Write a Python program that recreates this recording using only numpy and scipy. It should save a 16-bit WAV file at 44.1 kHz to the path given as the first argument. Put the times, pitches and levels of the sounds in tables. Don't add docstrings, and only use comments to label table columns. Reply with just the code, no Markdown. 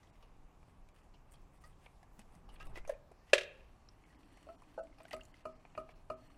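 import sys
import numpy as np
from scipy import signal
from scipy.fft import rfft, irfft, next_fast_len
from scipy.io import wavfile
from scipy.ndimage import uniform_filter1d

SR = 44100
rng = np.random.default_rng(int(sys.argv[2]) if len(sys.argv) > 2 else 0)


def master(y):
    cut = np.clip(np.atleast_2d(y).T, -1, 1)
    pcm = np.round(cut * 32767)
    wavfile.write(sys.argv[1], SR, pcm.astype(np.int16))


def linear_from_db(decibels):
    return 10 ** (np.asarray(decibels, float) / 20)


N = 281121
PUFF_LEN = SR // 4

# (frequency [Hz], level [dB per Hz])
RUMBLE_SPECTRUM = [(15, 1), (25, 3.5), (40, -0.5), (55, -4.5), (100, -10), (140, -11.5), (200, -29.5),
                   (300, -31)]
# (frequency [Hz], level [dB per Hz])
AIR_SPECTRUM = [(110, -7), (160, -1.5), (300, -3), (500, -8.5), (800, -4.5), (1250, -10.5), (1700, -24)]
# (frequency [Hz], level [dB per Hz])
HISS_SPECTRUM = [(1000, -11), (1600, -6.5), (2500, -0.5), (3200, -9), (5000, -8), (8000, -12), (10000, -17),
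                 (16000, -16.5)]
# (time [s], height [full scale], width [s])
AIR_PUSHES = [(2.54, -0.0024, 0.011), (2.56, 0.00029, .008), (2.672, -0.0077, 0.013), (2.744, 0.011, 0.009),
              (2.807, -0.0098, 0.011), (2.875, 0.005, 0.03), (2.935, -0.0044, 0.007)]
# (frequency [Hz], width [Hz], level [dB])
RUBBED_PARTS = [(1250, 11, -5), (1600, 1000, 0), (1960, 300, 5.5), (2600, 490, 5), (3400, 140, -13),
                (4525, 240, -7)]
# (time [s], length [s], body level [dB], bright level [dB])
GLOVE_STROKES = [(0.01, 0.54, -63.5, -77), (0.677, 0.14, -67, -72), (1.003, 0.12, -64, -71.5),
                 (1.322, .04, -69, -63.5), (1.546, 0.038, -62, -66), (1.647, 0.15, -65, -65),
                 (1.847, 0.035, -58, -67), (0.984, 0.056, -60.5, -76.5), (2.208, 0.032, -56, -83),
                 (2.366, 0.092, -65, -69), (2.541, 0.025, -54, -58), (2.614, 0.027, -44.5, -84),
                 (2.68, 0.038, -51, -55), (2.773, 0.029, -38, -64), (2.9, 0.041, -49.5, -62),
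                 (3.33, 0.11, -57.5, -84.5), (3.59, 0.18, -60.5, -90), (4.056, 0.15, -67, -92),
                 (4.387, 0.73, -65.5, -71.5), (4.707, 0.078, -61.5, -80.5), (5.03, 0.137, -59, -87),
                 (5.138, 0.03, -46, -78.5), (5.25, 0.066, -82, -66), (5.356, 0.13, -61.5, -86),
                 (5.462, 0.011, -74.5, -54), (5.786, 0.055, -65.5, -76.5), (5.91, 0.044, -55, -91),
                 (6.125, .03, -61, -86), (6.282, 0.35, -71.5, -71)]
# (time [s], peak [dB], ring [Hz], bright edge [dB])
PLUG_RINGS = [(0.031, -58, 1940, -40), (0.2262, -57.5, 2750, -8), (1.1428, -60.5, 2900, -11),
              (1.3399, -58.5, 3170, -8), (1.6382, -58.5, 1930, -40), (1.641, -59.5, 4600, -40),
              (2.4903, -53.5, 2900, -10), (2.6003, -50, 2470, -38), (2.6691, -52.5, 2600, 0.5),
              (2.7564, -47, 2510, -25), (2.876, -50.5, 6380, 0), (4.9841, -56, 2500, -6)]
# (time [s], peak [dB], ring [Hz], bright edge [dB])
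FINGER_TAPS = [(0.629, -64, 2270, -13), (1.8622, -53.5, 2250, -22), (2.0293, -62.5, 1690, -1),
               (2.1923, -55.5, 2600, 4.5), (2.351, -62, 1990, 3), (2.7739, -46, 1980, -7),
               (2.8495, -50.5, 2410, -15), (2.8954, -44, 1604, -3), (2.9362, -57.5, 2470, -17),
               (3.116, -65, 2380, -0.5), (4.3716, -60, 2100, -3), (4.428, -64, 2900, 1),
               (4.497, -69, 2450, -32.5), (4.6196, -62, 1088, -2), (5.0026, -56, 2470, -20),
               (5.1304, -47, 1990, -52), (5.165, -54, 1960, -0.5), (5.6513, -52, 2280, -34.5),
               (5.751, -51.5, 2533, -30), (5.89, -54, 2180, -15.5), (6.002, -69, 2250, -31)]
# (time [s], peak [dB], ring [Hz], bright edge [dB])
GLOVE_SNAPS = [(0.0727, -63, 3160, -31), (0.154, -62.5, 2240, -19), (0.888, -61.5, 2340, -3),
               (2.559, -55.5, 3360, -29), (2.564, -56.5, 2370, -30), (4.052, -60, 2105, -22),
               (4.147, -62.5, 2200, -18), (4.232, -61, 2520, -22), (4.635, -62, 2470, -11),
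               (4.927, -62.5, 2100, -22), (5.114, -41, 1960, -31), (5.131, -42, 4600, -29),
               (5.608, -67, 1110, -23), (6.301, -58.5, 1200, -15), (4.836, -66, 7740, -6),
               (5.181, -63, 9950, -10), (1.728, -65.5, 3200, -16.5), (3.888, -48, 5430, -46),
               (3.886, -62, 4150, -30), (4.038, -57.5, 2154, -13.5), (4.127, -60, 1727, -23),
               (4.8707, -59.5, 2140, -19.5), (5.032, -56.5, 8350, -17), (5.053, -48, 1600, -18),
               (5.0817, -55, 1990, -5), (5.1093, -41.5, 2540, -11.5), (5.208, -51.5, 2770, -10),
               (5.146, -52, 7730, -14), (5.234, -55, 7000, -18), (5.252, -57.5, 7100, -1),
               (5.369, -63, 4970, -16), (5.3416, -51, 2020, -17.5), (5.939, -55, 2700, -29.5)]
# (time [s], peak [dB], ring [Hz], bright edge [dB])
OIL_SPECKS = [(1.139, -61, 4270, -30), (1.341, -61, 4760, -30), (1.356, -61, 4500, -30),
              (1.861, -51, 2400, -28), (2.029, -69, 5170, -12), (2.556, -63, 4400, -20),
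              (2.598, -61, 3640, -13), (2.609, -57, 5000, -18), (2.766, -62, 3140, -14),
              (2.783, -46, 1430, -14), (4.987, -60, 5170, -12), (5.034, -63, 11500, -20),
              (5.064, -67, 5500, -18), (5.089, -64, 9500, -2), (5.098, -62, 8200, -6),
              (5.166, -63, 10300, -8), (5.253, -60, 10300, -12), (5.255, -64, 4300, -14),
              (4.34, -63.5, 2800, -20), (4.468, -61.5, 2500, -25), (4.74, -70, 3010, -20),
              (5.70, -67, 2900, -20), (5.749, -57, 1390, -25), (5.84, -68, 2600, -20),
              (2.626, -57, 2000, -20), (2.645, -60, 1300, -20)]
# (time to fall 60 dB [s], dull push [dB], top of the body [Hz])
TICK_SHAPES = [
    (0.091, 0, 7000),
    (.042, 4.5, 2400),
    (0.028, -24.5, 3580),
    (.022, -23, 3900),
]
# (time [s], peak [dB], pitch [Hz])
HAND_BUMPS = [(1.342, -58, 126), (2.183, -53, 191), (2.356, -52.5, 149), (2.528, -62, 49.3),
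              (2.665, -50, 85), (2.731, -54, 50), (2.764, -52, 323), (2.797, -65, 44)]
# (time [s], peak [dB], pitch [Hz])
OIL_BUBBLES = [(2.028, -52.5, 750), (2.485, -57, 770), (2.876, -43, 560), (3.112, -51, 410),
               (3.498, -56, 610), (4.467, -49, 590), (4.474, -49, 610), (4.62, -57, 1000), (5.05, -50, 662),
               (5.11, -48.5, 745), (3.115, -53.5, 670), (5.89, -59, 704), (5.209, -49, 2690)]
# (time [s], peak [dB], pitch [Hz])
CUP_NOTES = [(1.637, -60, 1890), (1.638, -69, 1900), (1.637, -59, 1217), (2.602, -54, 2680),
             (2.604, -55, 1600), (2.892, -56, 1744), (3.21, -72.5, 1770), (4.101, -68, 1900),
             (2.761, -61, 1530), (2.604, -53, 1250), (2.756, -51.5, 1960), (4.49, -50, 665)]
# (time [s], peak [dB], pitch [Hz], extra glide [octaves per s])
GLIDING_KNOCKS = [
    (2.8912, -26.5, 676, -17),
    (2.917, -41, 603, -18),
    (5.129, -64, 4700, -3),
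    (5.188, -60.5, 1110, 61),
]
# (swell [s], time to fall 60 dB [s], glide [octaves per s])
KNOCK_SHAPES = [
    (0.012, 0.074, 7.5),
    (0.0046, 0.017, 6.5),
    (0.0035, 0.15, 1.5),
    (0.0095, 0.028, -7.5),
]
# (time [s], cup air note [dB], splash on the wall [dB])
OIL_STREAM = [(3.7, -99, -85), (4.0, -74.5, -89), (4.22, -67, -79.5), (4.4, -73.5, -76), (4.9, -69, -87.5),
              (5.25, -81, -81.5), (5.72, -74, -84.5), (6.1, -83, -94), (6.26, -68, -73.5),
              (6.37, -68, -83.5)]
# (frequency [Hz], width [Hz], level [dB])
WALL_SIZZLE = [(1810, 410, 2), (1970, 92, -3), (2900, 820, -1), (4338, 230, 3), (5800, 250, -3),
               (7600, 1900, -11.5)]
# (time [s], peak [dB], pitch factor, upper modes [dB])
TRAY_DRIPS = [(4.487, -48.5, 1.056, -4), (5.003, -53.5, 1.03, -8), (5.1338, -37.5, 1.003, -5),
              (5.4535, -38, 1.0, -1), (5.7758, -37.5, 0.999, 1), (6.100, -37, 1, -0.5)]
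# (frequency [Hz], negative if first swinging inward, level [dB], time to fall 60 dB [s])
TRAY_LOW = [(108, -13.5, 0.093), (249.5, -18.5, 0.49), (381, -12.5, 0.2), (481, 1.5, 0.027),
            (-547, -22, 0.097), (616, 7, 0.05), (-682, -8.5, 0.076), (-641, -4.5, 0.22), (1022, -2, 0.032),
            (777, -15.5, 0.048), (309.5, -15, 0.12), (176, -18, .12)]
# (frequency [Hz], negative as above, level [dB], time to fall 60 dB [s])
TRAY_HIGH = [(1251.5, -1, 0.1), (1295.5, -12.5, 0.17), (-1210, -13.5, 0.19), (1362, -12.5, 0.057),
             (1600, -20, 0.022), (1811, -22, 0.054), (2360, -24, 0.11), (2461, -13, 0.041),
             (2620, -22, 0.057), (2852, -17.5, 0.05), (4257, -18, 0.021), (4824, -17, 0.018)]
# (time [s], peak [dB], pitch factor, upper modes [dB])
RIM_DRIPS = [(4.7775, -38, 1.0, -10), (4.788, -54, 1.0, 9)]
# (frequency [Hz], negative as above, level [dB], time to fall 60 dB [s])
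RIM_LOW = [(337.5, -16, 0.14), (379, -20, .1), (482, -7, 0.072), (-540, -0.5, 0.14), (-598, -5.5, 0.17),
           (-644, 0.5, 0.14), (658, 1, 0.2), (691.5, -11, 0.18), (759, -15, 0.12), (-832, -0.5, 0.055),
           (-640, 7, 0.016)]
# (frequency [Hz], level [dB], time to fall 60 dB [s])
RIM_HIGH = [(1312, -5, 0.1), (1470, 0, 0.075), (1400, -8, .04), (1040, -16, .03), (2680, -31, 0.152),
            (2870, -25.5, 0.054), (4300, -20, 0.023)]
# (time [s], peak [dB], low modes [dB], favoured pitch [Hz])
BOUNCES = [(3.332, -17, 1, 1920), (3.3331, -9, -20, 2480), (3.3369, -21.5, -17, 2380),
           (3.354, -32.5, -25, 1800), (3.3805, -21.5, -12.5, 2400), (3.386, -35, -20, 2100),
           (3.4097, -30.5, -14.5, 2100), (3.414, -34.5, -11.5, 1460), (3.433, -36, -16, 3300)]
# (frequency [Hz], level [dB], time to fall 60 dB [s])
HOLLOW_BODY = [(374, -10, 0.135), (419, -6, 0.075), (470, -13, 0.13), (524, -2.5, .12), (563, 1, 0.095),
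               (606, -1, 0.068), (638, -24, .15), (722, -20, 0.12), (1000, -17, .045)]
# (frequency [Hz], level [dB], time to fall 60 dB [s])
HARD_SHELL = [(1290, -15, 0.016), (1510, -13, 0.024), (1725, -2.5, 0.035), (1861, -6.5, 0.026),
              (1950, -9, 0.043), (2100, -7.5, 0.018), (2348, -5, 0.022), (2476, -3.5, 0.025),
              (2700, 0, 0.02), (2900, -12, 0.017), (3170, -10.5, 0.039), (3640, -7, 0.019),
              (4540, -13, .02), (5940, -8.5, .018)]
# (frequency [Hz], time to fall 60 dB [s])
GARAGE_ECHO = [(300, 0.72), (1000, 0.36), (1800, .55), (3000, 0.55), (5000, 0.24), (8000, 0.28),
               (12000, 0.067)]
# (time [s], depth [dB], above [Hz])
TREBLE_GAPS = [(0.118, 17, 2500), (.93, 8, 2500), (1.02, 8, 3000), (1.595, 9, 2500), (2.683, 12, 1200),
               (4.049, 21, 3400), (4.176, 19, 3300), (4.305, 1, 2930), (4.57, 15, 1600), (4.817, 20, 1600),
               (5.33, 13, 3100), (5.435, 11, 3100), (5.54, 8.5, 3000), (5.585, 8.5, 2500), (5.94, 13, 1700),
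               (6.157, 11, 3000), (6.29, 11, 3000)]

STIR_S, STIR_RISE_S, STIR_FALL_S, STIR_DB, STIR_IN_AIR = 2.73, 0.24, 0.064, 11.5, 0.73
STROKE_FADE_DB, REST_DB = 7.5, -94
FACE_DB_PER_OCTAVE = 7.5
HOLLOW_IN_STEP_S = 0.004
GAP_S = 0.022


def rms_one(x):
    return x / np.sqrt(np.mean(x ** 2) + 1e-20)


def in_time(rows):
    s, *columns = np.transpose(rows)
    return [np.interp(np.arange(N) / SR, s, column) for column in columns]


def at_hz(points, hz):
    curve_hz, value = np.array(points).T
    return np.interp(np.log(hz), np.log(curve_hz), value)


def band(x, low_hz, high_hz):
    sos = signal.butter(2, [low_hz, min(high_hz, 0.45 * SR)], "band", fs=SR, output="sos")
    return signal.sosfilt(sos, x)


def resonance(x, hz, width_hz):
    r = np.exp(-np.pi * width_hz / SR)
    gain = (1 - r * r) / 2
    return signal.lfilter([gain, 0, -gain], [1, -2 * r * np.cos(2 * np.pi * hz / SR), r * r], x)


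def drift(rate):
    r = np.exp(-80 * np.pi * rate / SR)
    white = rng.standard_normal(N // 40 + 2002)
    slow = signal.lfilter([1], [1, -2 * r, r * r], white)[2000:]
    return np.interp(np.arange(N) / 40, np.arange(len(slow)), rms_one(slow))


def coloured(spectrum, low_hz, patchy_db, rate):
    out, white, together = 0, rng.standard_normal((2, N)), drift(rate / 4)
    for k in range(8):
        low = low_hz * 2 ** (k / 2)
        flicker_db = patchy_db * (0.3 * together + drift(rate))
        level_db = at_hz(spectrum, low * 2 ** 0.25) + flicker_db
        out = out + linear_from_db(level_db) * band(white[k % 2], low, low * np.sqrt(2))
    return rms_one(out)


def add(out, s, sound):
    i = round(s * SR)
    out[i:i + len(sound)] += sound[:N - i]


def burst(t60):
    return rng.standard_normal(PUFF_LEN) * linear_from_db(-60 * np.arange(PUFF_LEN) / SR / t60)


def struck(modes, contact_s, pitch=1, in_step_s=0):
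    t = np.arange(PUFF_LEN) / SR
    rings = 0
    for hz, db, t60 in modes:
        rings = rings + linear_from_db(db - 60 * t / t60) * np.sin(2 * np.pi * hz * pitch * (t - in_step_s))
    return rings * (1 - np.exp(-t / contact_s))


def background():
    late = np.arange(N) / SR - STIR_S
    stir_db = STIR_DB * np.exp(-abs(late) / np.where(late < 0, STIR_RISE_S, STIR_FALL_S))
    rumble = linear_from_db(-62 + stir_db) * coloured(RUMBLE_SPECTRUM, low_hz=15, patchy_db=2.0, rate=4.2)
    air = linear_from_db(-69.5 + STIR_IN_AIR * stir_db) * coloured(AIR_SPECTRUM, low_hz=107.7, patchy_db=0.05, rate=2.7)
    hiss = linear_from_db(-80) * coloured(HISS_SPECTRUM, low_hz=1000, patchy_db=2.0, rate=5.7)
    return rumble + air + hiss


def pushes():
    t = np.arange(N) / SR
    return sum(height * np.exp(-((t - s) / width) ** 2) for s, height, width in AIR_PUSHES)


def pressure():
    t, levels = np.arange(0, N + 64, 64) / SR, REST_DB
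    for s, length, mid_db, bright_db in GLOVE_STROKES:
        fade_db = STROKE_FADE_DB * abs(2 * (t - s) / length) ** 1.2
        levels = np.maximum(levels, np.array([[mid_db], [bright_db]]) - fade_db)
    return [np.interp(np.arange(N) / SR, t, level) for level in levels]


def rustle():
    mid_db, bright_db = pressure()
    born = rng.random(N) < 900 * linear_from_db(5.0 * drift(14.0)) / SR
    grain_size = linear_from_db(1.1 * rng.exponential(1, N).clip(0, 4))
    grains = rms_one(born * grain_size * rng.standard_normal(N))
    rub = (0.6 * rng.standard_normal(N) + 0.8 * grains) * linear_from_db(3 * drift(18.0))
    body = sum(linear_from_db(db) * resonance(rub, hz, width) for hz, width, db in RUBBED_PARTS)
    body = body + 0.18 * band(rub, 900, 4300)
    bright = resonance(rub, 8600, 1400) + 0.16 * band(rub, 3600, 21000)
    return linear_from_db(mid_db - 12.5) * rms_one(body) + linear_from_db(bright_db - 11.5) * rms_one(bright)


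def ticks(tables, shapes):
    out = np.zeros(N)
    first_touch = 1 + 0.72 * np.exp(-np.arange(PUFF_LEN) / SR / 0.0008)
    for table, (t60, low_db, top_hz) in zip(tables, shapes):
        for s, db, hz, bright_db in table:
            puff = burst(t60) * first_touch
            ring = resonance(resonance(puff, hz, hz / 8), hz, hz / 8)
            body = 2.2 * ring + 0.4 * band(band(puff, 900, top_hz), 900, top_hz)
            edge = band(band(puff, 4800, 11000), 3600, 13000)
            push = band(puff, 520, 1200)
            for part, level_db in [(body, -1.0), (edge, bright_db + 0.5), (push, low_db)]:
                add(out, s, linear_from_db(db + level_db) * part / np.max(abs(part)))
    return out


def knocks():
    out, t = np.zeros(N), np.arange(PUFF_LEN) / SR
    tables = [HAND_BUMPS, OIL_BUBBLES, CUP_NOTES, GLIDING_KNOCKS]
    for table, (swell, t60, glide) in zip(tables, KNOCK_SHAPES):
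        rise = np.sin(np.pi / 2 * t / swell) ** 2
        shape = np.where(t < swell, rise, linear_from_db(-60 * (t - swell) / t60))
        for s, db, hz, *own_glide in table:
            pitch = hz * 2 ** np.minimum((glide + sum(own_glide)) * t, 1)
            add(out, s, linear_from_db(db) * shape * np.sin(2 * np.pi * np.cumsum(pitch) / SR))
    return out


def stream():
    silence = [(0, -120, -120), (3.65, -120, -120)]
    note_db, sizzle_db = in_time(silence + list(OIL_STREAM))
    white = rng.standard_normal(N) * linear_from_db(1.6 * drift(21.0))
    note = resonance(resonance(white, 290, 60), 290, 60)
    sizzle = 0
    for hz, width, db in WALL_SIZZLE:
        sizzle = sizzle + linear_from_db(db) * resonance(resonance(white, hz, width), hz, width)
    hits = (rng.random(N) < 90 / SR) * linear_from_db(1.8 * rng.standard_normal(N))
    droplets = 0
    for hz in (1500, 2100, 2850):
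        chosen = hits * (rng.random(N) < 0.4)
        droplets = droplets + resonance(chosen + 1e-18, hz, 247)
    droplets = band(band(droplets, 1000, 3300), 710, 3300)
    return linear_from_db(note_db + 31.0) * droplets + linear_from_db(note_db) * rms_one(note) + linear_from_db(sizzle_db) * rms_one(sizzle)


def drips(table, lower, upper):
    out = np.zeros(N)
    for s, db, pitch, upper_db in table:
        tap = struck(lower, 0.0018, pitch) + linear_from_db(upper_db) * struck(upper, 0.0018, pitch)
        wobble = rms_one(band(rng.standard_normal(len(tap)), 5, 90))
        tap = tap * (1 + 0.2 * wobble)
        puff = burst(0.115)
        splash = linear_from_db(upper_db - 22.0) * band(puff, 280, 2000)
        splash = splash + linear_from_db(upper_db - 24.5) * band(puff, 3500, 9700)
        add(out, s, -linear_from_db(db) * (tap + splash))
    return out


def drop():
    beamed, spread = np.zeros(N), np.zeros(N)
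    for s, db, low_db, face_hz in BOUNCES:
        face_modes = []
        for hz, level_db, t60 in HARD_SHELL:
            face_modes.append((hz, level_db - FACE_DB_PER_OCTAVE * abs(np.log2(hz / face_hz)), t60))
        shell = band(band(struck(face_modes, 0.00074), 970, 17000), 900, 14000)
        hollow = struck(HOLLOW_BODY, 0.00086, in_step_s=HOLLOW_IN_STEP_S)
        boom = linear_from_db(low_db - 8) * band(band(burst(0.08), 450, 640), 450, 640)
        crack = linear_from_db(-7.0) * band(burst(0.08), 1300, 4000)
        sharp = band(band(burst(0.06), 3300, 9500), 2500, 9500)
        crack = crack + linear_from_db(-16.5 + 0.27 * (db + 14.0)) * sharp
        add(beamed, s, linear_from_db(db - 1.5) * shell)
        add(beamed, s, linear_from_db(db + low_db - 4.0) * hollow)
        add(spread, s, linear_from_db(db) * (boom + crack))
    no_bass = signal.butter(6, 310, "high", fs=SR, output="sos")
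    return beamed, signal.sosfilt(no_bass, spread)


def garage(x):
    t, white = np.arange(SR // 2) / SR, rng.standard_normal(SR // 2)
    tail = 0
    for k in range(13):
        hz = 220 * 2 ** (k / 2)
        own = white[::-1] if k % 2 else white
        fade = linear_from_db(-60 * t / at_hz(GARAGE_ECHO, hz))
        tail = tail + band(own, hz / 2 ** 0.25, hz * 2 ** 0.25) * fade
    tail = tail * np.clip((t - 0.004) / 0.0034, 0, 1)
    return signal.fftconvolve(x, tail / np.sqrt(np.sum(tail ** 2)))[:N]


def scene():
    beamed, fall = drop()
    small = ticks([PLUG_RINGS, FINGER_TAPS, GLOVE_SNAPS], TICK_SHAPES)
    soft = knocks()
    taps = drips(TRAY_DRIPS, TRAY_LOW, TRAY_HIGH) + drips(RIM_DRIPS, RIM_LOW, RIM_HIGH)
    to_walls = linear_from_db(-20.0) * fall + linear_from_db(-22.5) * beamed + linear_from_db(-21.5) * taps
    to_walls = to_walls + linear_from_db(-19.0) * small + linear_from_db(-22.5) * soft
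    near = beamed + fall + taps + small + soft
    mix = near + garage(to_walls) + rustle() + stream() + pushes() + background()
    specks = ticks([OIL_SPECKS], TICK_SHAPES[-1:])
    return (mix + specks)[None]


def patchy_top(x):
    size = next_fast_len(N)
    spectrum, lines, out = rfft(x, size), np.fft.rfftfreq(size, 1 / SR), x.copy()
    for k in range(5):
        low = 12750 + 680 * k
        strip = irfft(spectrum * ((lines >= low) & (lines < low + 680)), size)[:N]
        power = uniform_filter1d(strip ** 2, size=1024)
        loud_db = 10 * np.log10(power / np.median(power) + 1e-9)
        shut = 0.6 * loud_db + 3 * drift(20) < 2.5
        out -= uniform_filter1d(shut * 0.85, size=600) * strip
    return out


def treble_gaps(x):
    out, t = x.copy(), np.arange(N) / SR
    for s, depth_db, hz in TREBLE_GAPS:
        near = abs(t - s) < 0.07
        lines = np.fft.rfftfreq(near.sum(), 1 / SR)
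        kept = rng.random(200) < 0.22
        lost = (lines > hz) & ~kept[(lines / 170).astype(int)]
        treble = irfft(rfft(out[:, near]) * lost, near.sum())
        dip_db = -depth_db * np.exp(-(2 * (t[near] - s) / GAP_S) ** 4)
        out[:, near] -= (1 - linear_from_db(dip_db)) * treble
    return out


def roll_off(x):
    return signal.sosfilt(signal.butter(12, 16060, fs=SR, output="sos"), x)


def record(dry):
    mix = treble_gaps(patchy_top(dry[0])[None])
    return roll_off(mix)


dry = scene()
out = record(dry)
master(out)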